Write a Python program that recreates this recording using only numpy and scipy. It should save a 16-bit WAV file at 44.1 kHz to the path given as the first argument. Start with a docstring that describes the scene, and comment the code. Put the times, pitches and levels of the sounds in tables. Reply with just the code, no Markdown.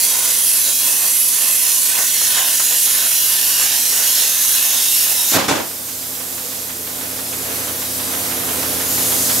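"""Plasma cutting in a small workshop

Close to a sheet-steel bench, on a camera's stereo microphone. A hand-held torch's turbulent jet hisses
and roars in the kerf, ringing the steel plate and spitting slag, until the offcut drops and clatters;
cooling air then keeps blowing from the nozzle. Behind, to the right, a motor and its fan hum and a
loose part ticks. The camera's gain control holds the hiss down and slowly lets the room come back up."""
import sys
import numpy as np
from scipy import signal
from scipy.fft import rfft, irfft, next_fast_len
from scipy.io import wavfile
from scipy.ndimage import uniform_filter1d

SR = 44100
rng = np.random.default_rng(int(sys.argv[2]) if len(sys.argv) > 2 else 0)


def put_to_file(sound):
    """Save the sound as 16-bit audio at rate SR, in the file named by the first command-line argument."""
    columns = np.atleast_2d(sound).T  # one column per channel
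    safe = np.clip(columns, -1, 1)
    whole_steps = np.round(safe * 32767)
    wavfile.write(sys.argv[1], SR, whole_steps.astype(np.int16))


N = 414540
T = np.arange(N) / SR
FFT_SIZE = next_fast_len(N)
HZ = np.maximum(np.fft.rfftfreq(FFT_SIZE, 1 / SR), 1)
ARC_OUT_S, SHAFT_HZ = 5.372, 28.46


# The hand turns the torch before the microphone: time_s, nozzle_hz, upper_kerf_db, left_minus_right_db
TORCH_AIM = [(0, 10700, -2, -2), (.5, 10200, -9, -1.5), (1, 11100, -9, -2), (1.5, 10600, -1.5, -2.5),
             (2.5, 11200, -2, -1.5), (3.6, 11900, 0, -1.5), (4.4, 11600, 8, -1.5), (5.3, 12100, -4, -1.5),
             (6.2, 12700, -3, -3.5), (7.6, 11600, 5, -1), (8.5, 11900, -9, -1.5), (9.4, 11500, -3, -1)]
# Centres of the jet's roar, spit, hiss and treble bands: centre_hz
JET_BANDS = [700, 2600, 6400, 10000]

def torch(crackle_db=0.73):
    """Turbulent jet noise whose bands and resonances follow the hand; it crackles while the arc cuts."""
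    framing = dict(fs=SR, nperseg=1024, noverlap=768)
    hz, t, frames = signal.stft(jet_noise(), **framing)
    hz = np.maximum(hz, 1)[:, None]
    nozzle_hz, upper_kerf_db, pan_db = over_time(TORCH_AIM, t)
    hiss_db, roar_db, spit_db, treble_db = jet_levels(t)
    roar, spit, _, treble = (np.interp(np.log(hz), np.log(JET_BANDS), row) for row in np.eye(4))
    treble = treble * np.interp(hz, [12500, 15500], [1, 0.6])  # less lift at the very top
    db = hiss_db + roar * roar_db + spit * spit_db + treble * treble_db
    db = db + eddies(t, roar, treble)
    ring = resonances(hz, t, nozzle_hz, upper_kerf_db)
    lean_db = pan_db * np.interp(hz, [11200, 11800], [1.2, 0.6])  # the top sits nearer the centre
    frames = frames * undb(db + np.array([lean_db, -lean_db]) / 2) * ring
    jet = undb(3.5) * signal.istft(frames, **framing)[1][:, :N]
    return jet * undb(crackle_db * wander(250) * (T < ARC_OUT_S))


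# The jet's spectrum close up: frequency_hz, density_db
JET_SPECTRUM = [(60, -12), (250, -6), (700, 4), (1300, -3), (2300, -4.5), (3000, -2), (5000, -1.5),
                (8300, -1.5), (11300, -2), (13500, -4), (15700, -6.5)]
# Arc, then air alone, at the microphone: frequency_hz, likeness, right_lead_rad, left_minus_right_db
ARC_IMAGE = [(60, 0.9, 0, 0), (250, 0.65, 0, -1), (600, 0.9, .2, 0), (1400, 0.75, 0, -1), (2820, 1, 0, 0),
             (4800, 0.78, 0.15, -0.5), (7000, 0.8, .3, -2), (8400, 0.22, 0.15, -2), (9800, 0.55, -0.54, -2),
             (11600, 0.58, -0.33, -0.5), (12100, 0.92, .3, -1), (15500, 0.87, .2, 0)]
AIR_IMAGE = [(60, .95, 0, 0), (3000, 0.71, 0, 0), (6200, 0.75, .2, 1), (8300, .47, .3, 0.081),
             (11200, 0.42, -.2, 0), (11800, .92, .15, 0), (15500, 1, 0, 0)]

def jet_noise():
    """Gas rushes from the nozzle; its stereo image changes as the arc goes out."""
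    arc = placed_noise(JET_SPECTRUM, ARC_IMAGE)
    air = placed_noise(JET_SPECTRUM, AIR_IMAGE)
    return np.where(T < ARC_OUT_S, arc, air)


# The arc in the kerf: time_s, hiss_db, spit_over_hiss_db, treble_over_hiss_db
CUTTING = [(0, -4.5, -6.5, 3), (.55, -6, -6, 5.5), (.85, -4.5, -8, 2.5), (1.2, -6, -6, 7),
           (1.7, -4, -7.5, 4.5), (2.15, -5, -6, 2), (2.8, -4.5, -5, 3.5), (3.3, -5, -6, 4.5),
           (3.7, -5.5, -4.5, 1.5), (4.2, -5, -4.5, 3), (4.5, -5, -4, 4.5), (5.25, -6.5, -7, 2.5),
           (5.36, -6, -5, 0.5)]
# The jet bites and the roar flares, or once sags: peak_s, length_s, lift_db
ROAR_FLARES = [(0.243, 0.31, 9), (.69, 0.085, 5.5), (0.857, 0.098, 3.5), (1.035, .15, 6), (1.417, 0.21, 9),
               (1.655, 0.16, 6), (1.966, 0.16, 10), (2.382, 0.2, 11.5), (2.723, 0.07, 8), (2.83, 0.11, -11),
               (3.017, 0.15, 9.5), (3.362, 0.2, 7), (3.67, 0.32, 5.5), (4.03, 0.12, 6), (4.252, 0.29, 6),
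               (4.705, 0.27, 8.5), (5.116, 0.36, 5.5)]
# Cooling air alone, carried about in the hand: time_s, hiss_db
COOLING_AIR = [(5.4, -18), (5.5, -22.5), (5.64, -18), (6.44, -19), (6.8, -22), (7.5, -21.5), (8.3, -22.5),
               (8.84, -23.5), (8.92, -20.5), (9.4, -20)]

def jet_levels(t):
    """Hiss level, then roar, spit and treble against it, in dB: the flaring arc, then air alone."""
    hiss_db, spit_db, treble_db = over_time(CUTTING, t)
    flare_db = sum(db * np.exp(-(2 * (t - s) / length) ** 2) for s, length, db in ROAR_FLARES)
    arc = [hiss_db, -21 + flare_db, spit_db + 0.24 * flare_db, treble_db - 0.11 * flare_db]
    air = [over_time(COOLING_AIR, t)[0], -30, -7.5, 1.5]
    return [np.where(t < ARC_OUT_S, arc_db, air_db) for arc_db, air_db in zip(arc, air)]


def eddies(t, roar, treble):
    """Eddies come and go, in dB: the roar flutters most, the treble breaks into brief whistles."""
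    shape = (len(roar), len(t))
    flutter = (0.28 + roar) * patches((1, len(t)), size=(1, 8))
    whistles = (0.38 + 0.43 * treble) * patches(shape, size=(3, 90))
    broad_eddies = 0.4 * patches(shape, size=(30, 8))
    # the fine colour shifts in spurts, more so with molten slag in the cut
    spurts = np.where(t < ARC_OUT_S, 2.2, 1.3) * patches(shape, size=(3, 16))
    return flutter + whistles + broad_eddies + spurts


# Plate and bench modes, strongest as the arc passes their spot: pitch_hz, width_hz, level_db, passed_s
PLATE_MODES = [(1027, 115, 4, 1.5), (1494, 46, 7.5, 2.5), (1770, 184, 5.5, 3.1), (2095, 82, 4, 0.9),
               (2590, 110, 1.5, 1.5), (2864, 160, 2, 3.5), (3300, 59, 6, .3), (3230, 66, -5.5, 3.5),
               (3700, 99, 3, 6), (4080, 210, -4.5, 3.1), (7700, 140, -15, 2)]

def resonances(hz, t, nozzle_hz, upper_kerf_db, passing_s=3.92, kerf_fade_s=0.6):
    """Gain on the jet: the nozzle resonates throughout, plate and kerf only while the arc cuts."""
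    modes = sum(undb(db) * resonance(hz, pitch_hz, width_hz) * resonance(t, passed_s, passing_s)
                for pitch_hz, width_hz, db, passed_s in PLATE_MODES)
    plate = modes * undb(0.79 * patches(modes.shape, size=(12, 80)))
    kerf_hz = 6090 - 117 * t  # sinks as the cut lengthens
    lower = 0.89 * resonance(hz, kerf_hz, width=240)
    upper = 0.61 * undb(upper_kerf_db) * resonance(hz, 1.16 * kerf_hz, width=290)
    kerf = (lower + upper) * np.clip((ARC_OUT_S - t) / kerf_fade_s, 0, 1)  # fades near the plate's edge
    nozzle = 0.65 * resonance(hz, nozzle_hz, width=2350)
    return 1 + (t < ARC_OUT_S) * (1.1 * plate + kerf) + nozzle


# Slag blows out of the kerf: start_s, relative_level_db
SLAG_SPITS = [(0.26, -25), (1.986, -15), (2.214, -16.5), (2.375, -14.5), (2.597, -11), (2.869, -16),
              (3.655, -22), (3.924, -18), (5.068, -22)]

def slag():
    """Short puffs of mid-range noise as slag lets go."""
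    puffs = sum(undb(db) * (T > s) * decay(np.clip(T - s, 0, 1), t60_s=0.14) for s, db in SLAG_SPITS)
    colour = undb(over_hz([(300, -10), (900, -1), (2000, 0), (5000, -22)]))
    return puffs * at_rms(stereo_noise(colour, likeness=0.83), 4.1)


# The offcut lands and rattles, just right of centre: start_s, level_db, brightness_db
LANDINGS = [(5.317, -5, 2), (5.333, -6, 0), (5.344, -0.5, -12), (5.362, -2.5, -7), (5.387, -6, -4),
            (5.403, -15, -2.5), (5.439, -12, 0), (5.481, 2, -0.5), (5.508, -1, -16), (5.552, -3.5, -11),
            (5.597, -9.5, -11)]
# Modes of the cut piece: pitch_hz, level_db, t60_s
OFFCUT_MODES = [(276, -3, 0.18), (2220, -25, 0.27), (3500, -5, 0.087), (5400, -7, .1), (6200, -7, 0.13),
                (7000, -10, 0.18), (7900, -7, .15)]
# The struck sheet-steel bench: frequency_hz, density_db
BENCH_SPECTRUM = [(40, -36), (95, -2.5), (250, 1), (550, 2), (750, 1), (2000, -3.5), (6000, -7.5),
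                  (15000, -20)]

def offcut():
    """Each landing shakes the sheet bench into a burst of noise and rings the cut piece."""
    likeness = over_hz([(120, 0.9), (400, 0.49), (3000, 0.62)])
    crash = at_rms(stereo_noise(undb(over_hz(BENCH_SPECTRUM)), likeness), 0)
    boom = signal.sosfilt(signal.butter(1, 1500, fs=SR, output="sos"), crash)
    clash = crash - boom
    out, t = np.zeros((2, N)), T[:SR // 2]
    for start_s, level_db, brightness_db in LANDINGS:
        span = slice(int(start_s * SR), int(start_s * SR) + len(t))
        bench = boom[:, span] + undb(brightness_db) * clash[:, span]
        bench = bench * attack(t, 0.0043) * decay(t, t60_s=0.25)
        scatter = rng.uniform(-np.pi, np.pi, (len(OFFCUT_MODES), 2))
        ring = sum(undb(db + offset_db) * np.sin(2 * np.pi * hz * t + phase) * decay(t, t60_s)
                   for (hz, db, t60_s), (offset_db, phase) in zip(OFFCUT_MODES, scatter))
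        out[:, span] += undb(level_db) * (bench + undb(-5.5) * ring * attack(t, 0.0033))
    return out * pan(-1.7)


# Tones of the three-bladed fan behind the bench: shaft_multiple, relative_level_db
BLADE_TONES = [(1.5, -64), (3, -45), (6, -44.5), (9, -39.5), (12, -45.5), (18, -45), (21, -46), (30, -52.5),
               (36, -49)]
# The motor's mains hum and its beats: pitch_hz, relative_level_db
HUM_TONES = [(118, -46), (206.2, -49.5), (292, -47), (266.4, -45), (436, -48.5), (467, -50.5)]
# The fan's rush of air: frequency_hz, density_db
FAN_SPECTRUM = [(30, -17), (55, -26), (100, -7.5), (140, -17.5), (230, -11), (370, -8.5), (500, -4.5),
                (560, -11), (680, -6), (900, -10.5), (2000, -13), (4000, -17.5), (9000, -36)]
# That air at the microphone, from the right: frequency_hz, likeness, right_lead_rad, left_minus_right_db
FAN_IMAGE = [(30, .3, 0, -2), (70, 0.87, 0.11, 0), (250, 0.67, -0.14, -4.5), (500, .7, -0.17, -6.5),
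             (900, .65, -2.1, -8.5), (1400, 0.58, -1.6, -9), (2600, 0.27, -.8, -6.5), (6000, .2, 0.3, -7)]

def motor():
    """Blade tones and mains hum waver over the fan's air noise."""
    shaft_angle = 2 * np.pi * np.cumsum(SHAFT_HZ * (1 + 0.000976 * wander(2.015))) / SR
    lead = np.array([[-0.02], [0.02]])  # the blades reach the microphone's right side first
    blades = sum(undb(db + wander(5)) * np.sin(k * (shaft_angle + k + lead)) for k, db in BLADE_TONES)
    hum = sum(undb(db + 2 * wander(6.9)) * np.sin(2 * np.pi * hz * T) for hz, db in HUM_TONES)
    air = at_rms(placed_noise(FAN_SPECTRUM, FAN_IMAGE), -25)
    blade_push = 1 + 0.046 * np.sin(3 * shaft_angle)
    air = air * blade_push * undb(1.36 * wander(4.6))
    return undb(7) * (blades + hum) * pan(-2.5) + air


def loose_part(anchor_s=6.517, turns_per_tick=4.62):
    """A loose part ticks on whole shaft turns, about six times a second, off to the right."""
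    turns = np.floor(np.arange(-40, 18) * turns_per_tick + 0.78)
    ticks, t = np.zeros(N), T[:SR // 20]
    for start_s in anchor_s + turns / SHAFT_HZ:
        tick = rng.standard_normal(len(t)) * attack(t, 0.0021) * decay(t, t60_s=0.16)
        ticks[int(start_s * SR):][:len(t)] += tick
    colour = undb(over_hz([(300, -4), (1000, 4.5), (3500, 3.5), (8000, -12), (15000, -20)]))
    return undb(-21) * irfft(rfft(ticks, FFT_SIZE) * colour, FFT_SIZE)[:N] * pan(-12.5)


def workshop(direct, t60_s=0.28, wet_db=-12):
    """A short diffuse tail off block walls and shelves, strongest in the middle range."""
    t = T[:SR // 2]
    tail = rng.standard_normal((2, len(t))) * decay(t, t60_s) * (t > 0.006)
    tail = signal.sosfilt(signal.butter(2, [400, 8000], "bandpass", fs=SR, output="sos"), tail)
    tail = tail / np.sqrt(np.sum(tail ** 2, axis=1, keepdims=True))
    return direct + undb(wet_db) * signal.fftconvolve(direct, tail, axes=1)[:, :N]


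def placed_noise(spectrum, image):
    """Noise of a given spectrum as the microphone's two sides hear it."""
    hz, *columns = np.transpose(image)
    likeness, lead_rad, balance_db = (np.interp(np.log(HZ), np.log(hz), c) for c in columns)
    return stereo_noise(undb(over_hz(spectrum)), likeness, balance_db, lead_rad)


def stereo_noise(colour, likeness, balance_db=0.0, lead_rad=0.0):
    """Left and right noise of one colour, unrelated at likeness 0 and alike at 1."""
    mid, side = rfft(rng.standard_normal((2, FFT_SIZE)))
    likeness, sign = np.clip(likeness, -1, 1), np.array([[1], [-1]])
    pair = np.sqrt(1 + likeness) * mid + np.sqrt(1 - likeness) * side * sign
    pair = pair * np.exp(-0.5j * lead_rad * sign)
    return irfft(colour * pair * pan(balance_db), FFT_SIZE)[:, :N]


def wander(rate_hz):
    """Random steps, smoothed twice; spread near 1."""
    hold = int(SR / rate_hz)
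    steps = np.repeat(rng.standard_normal(N // hold + 3), hold)
    return 1.293 * uniform_filter1d(uniform_filter1d(steps, hold), hold)[hold:N + hold]


def patches(shape, size):
    """Random hills over frequency and time, size in bins by frames; spread 1."""
    hills = rng.standard_normal(shape)
    for axis in (0, 0, 1, 1):
        hills = uniform_filter1d(hills, size[axis], axis=axis)
    return hills / hills.std()


def resonance(x, centre, width):
    """A bell-shaped curve, 1 at the centre, with its width taken at half height."""
    return 1 / (1 + (2 * (x - centre) / width) ** 2)


def over_hz(table):
    """A (frequency_hz, value) table read at every frequency bin."""
    hz, value = np.transpose(table)
    return np.interp(np.log(HZ), np.log(hz), value)


def over_time(table, t):
    """The value columns of a (time_s, values...) table read at times t."""
    time_s, *columns = np.transpose(table)
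    return [np.interp(t, time_s, c) for c in columns]


def attack(t, rise_s):
    """Exponential rise towards 1."""
    return 1 - np.exp(-t / rise_s)


def decay(t, t60_s):
    """Fall of 60 dB every t60_s."""
    return undb(-60 * t / t60_s)


def pan(left_minus_right_db):
    """Left and right gains."""
    return undb(np.array([left_minus_right_db, -left_minus_right_db]).reshape(2, -1) / 2)


def at_rms(x, db):
    """Scale to an rms level."""
    return x * undb(db) / np.sqrt(np.mean(x ** 2))


def undb(db):
    """dB to gain."""
    return 10 ** (np.asarray(db) / 20)


def scene():
    """Torch, slag, offcut and ticks ring in the room over the motor."""
    return workshop(torch() + slag() + offcut() + loose_part()) + motor()


def record(dry, threshold_db=-13.0, rise_db_per_s=3.5, window_s=0.55):
    """The camera's gain drops fast and climbs back slowly; peaks round off, rumble and top are cut."""
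    power = uniform_filter1d(np.mean(dry ** 2, axis=0), int(window_s * SR), mode="reflect")
    allowed_db = np.minimum(threshold_db - 10 * np.log10(power), 0)
    gain_db = np.minimum.accumulate(allowed_db - rise_db_per_s * T) + rise_db_per_s * T
    held = dry * undb(uniform_filter1d(gain_db, SR // 20))
    rounded = np.tanh(0.68 * held) / 0.72
    low_cut = signal.butter(2, 35, "highpass", fs=SR, output="sos")
    high_cut = signal.ellip(12, 0.2, 80, 15720, fs=SR, output="sos")
    return signal.sosfilt(high_cut, signal.sosfilt(low_cut, rounded))


dry = scene()
out = record(dry)
put_to_file(out)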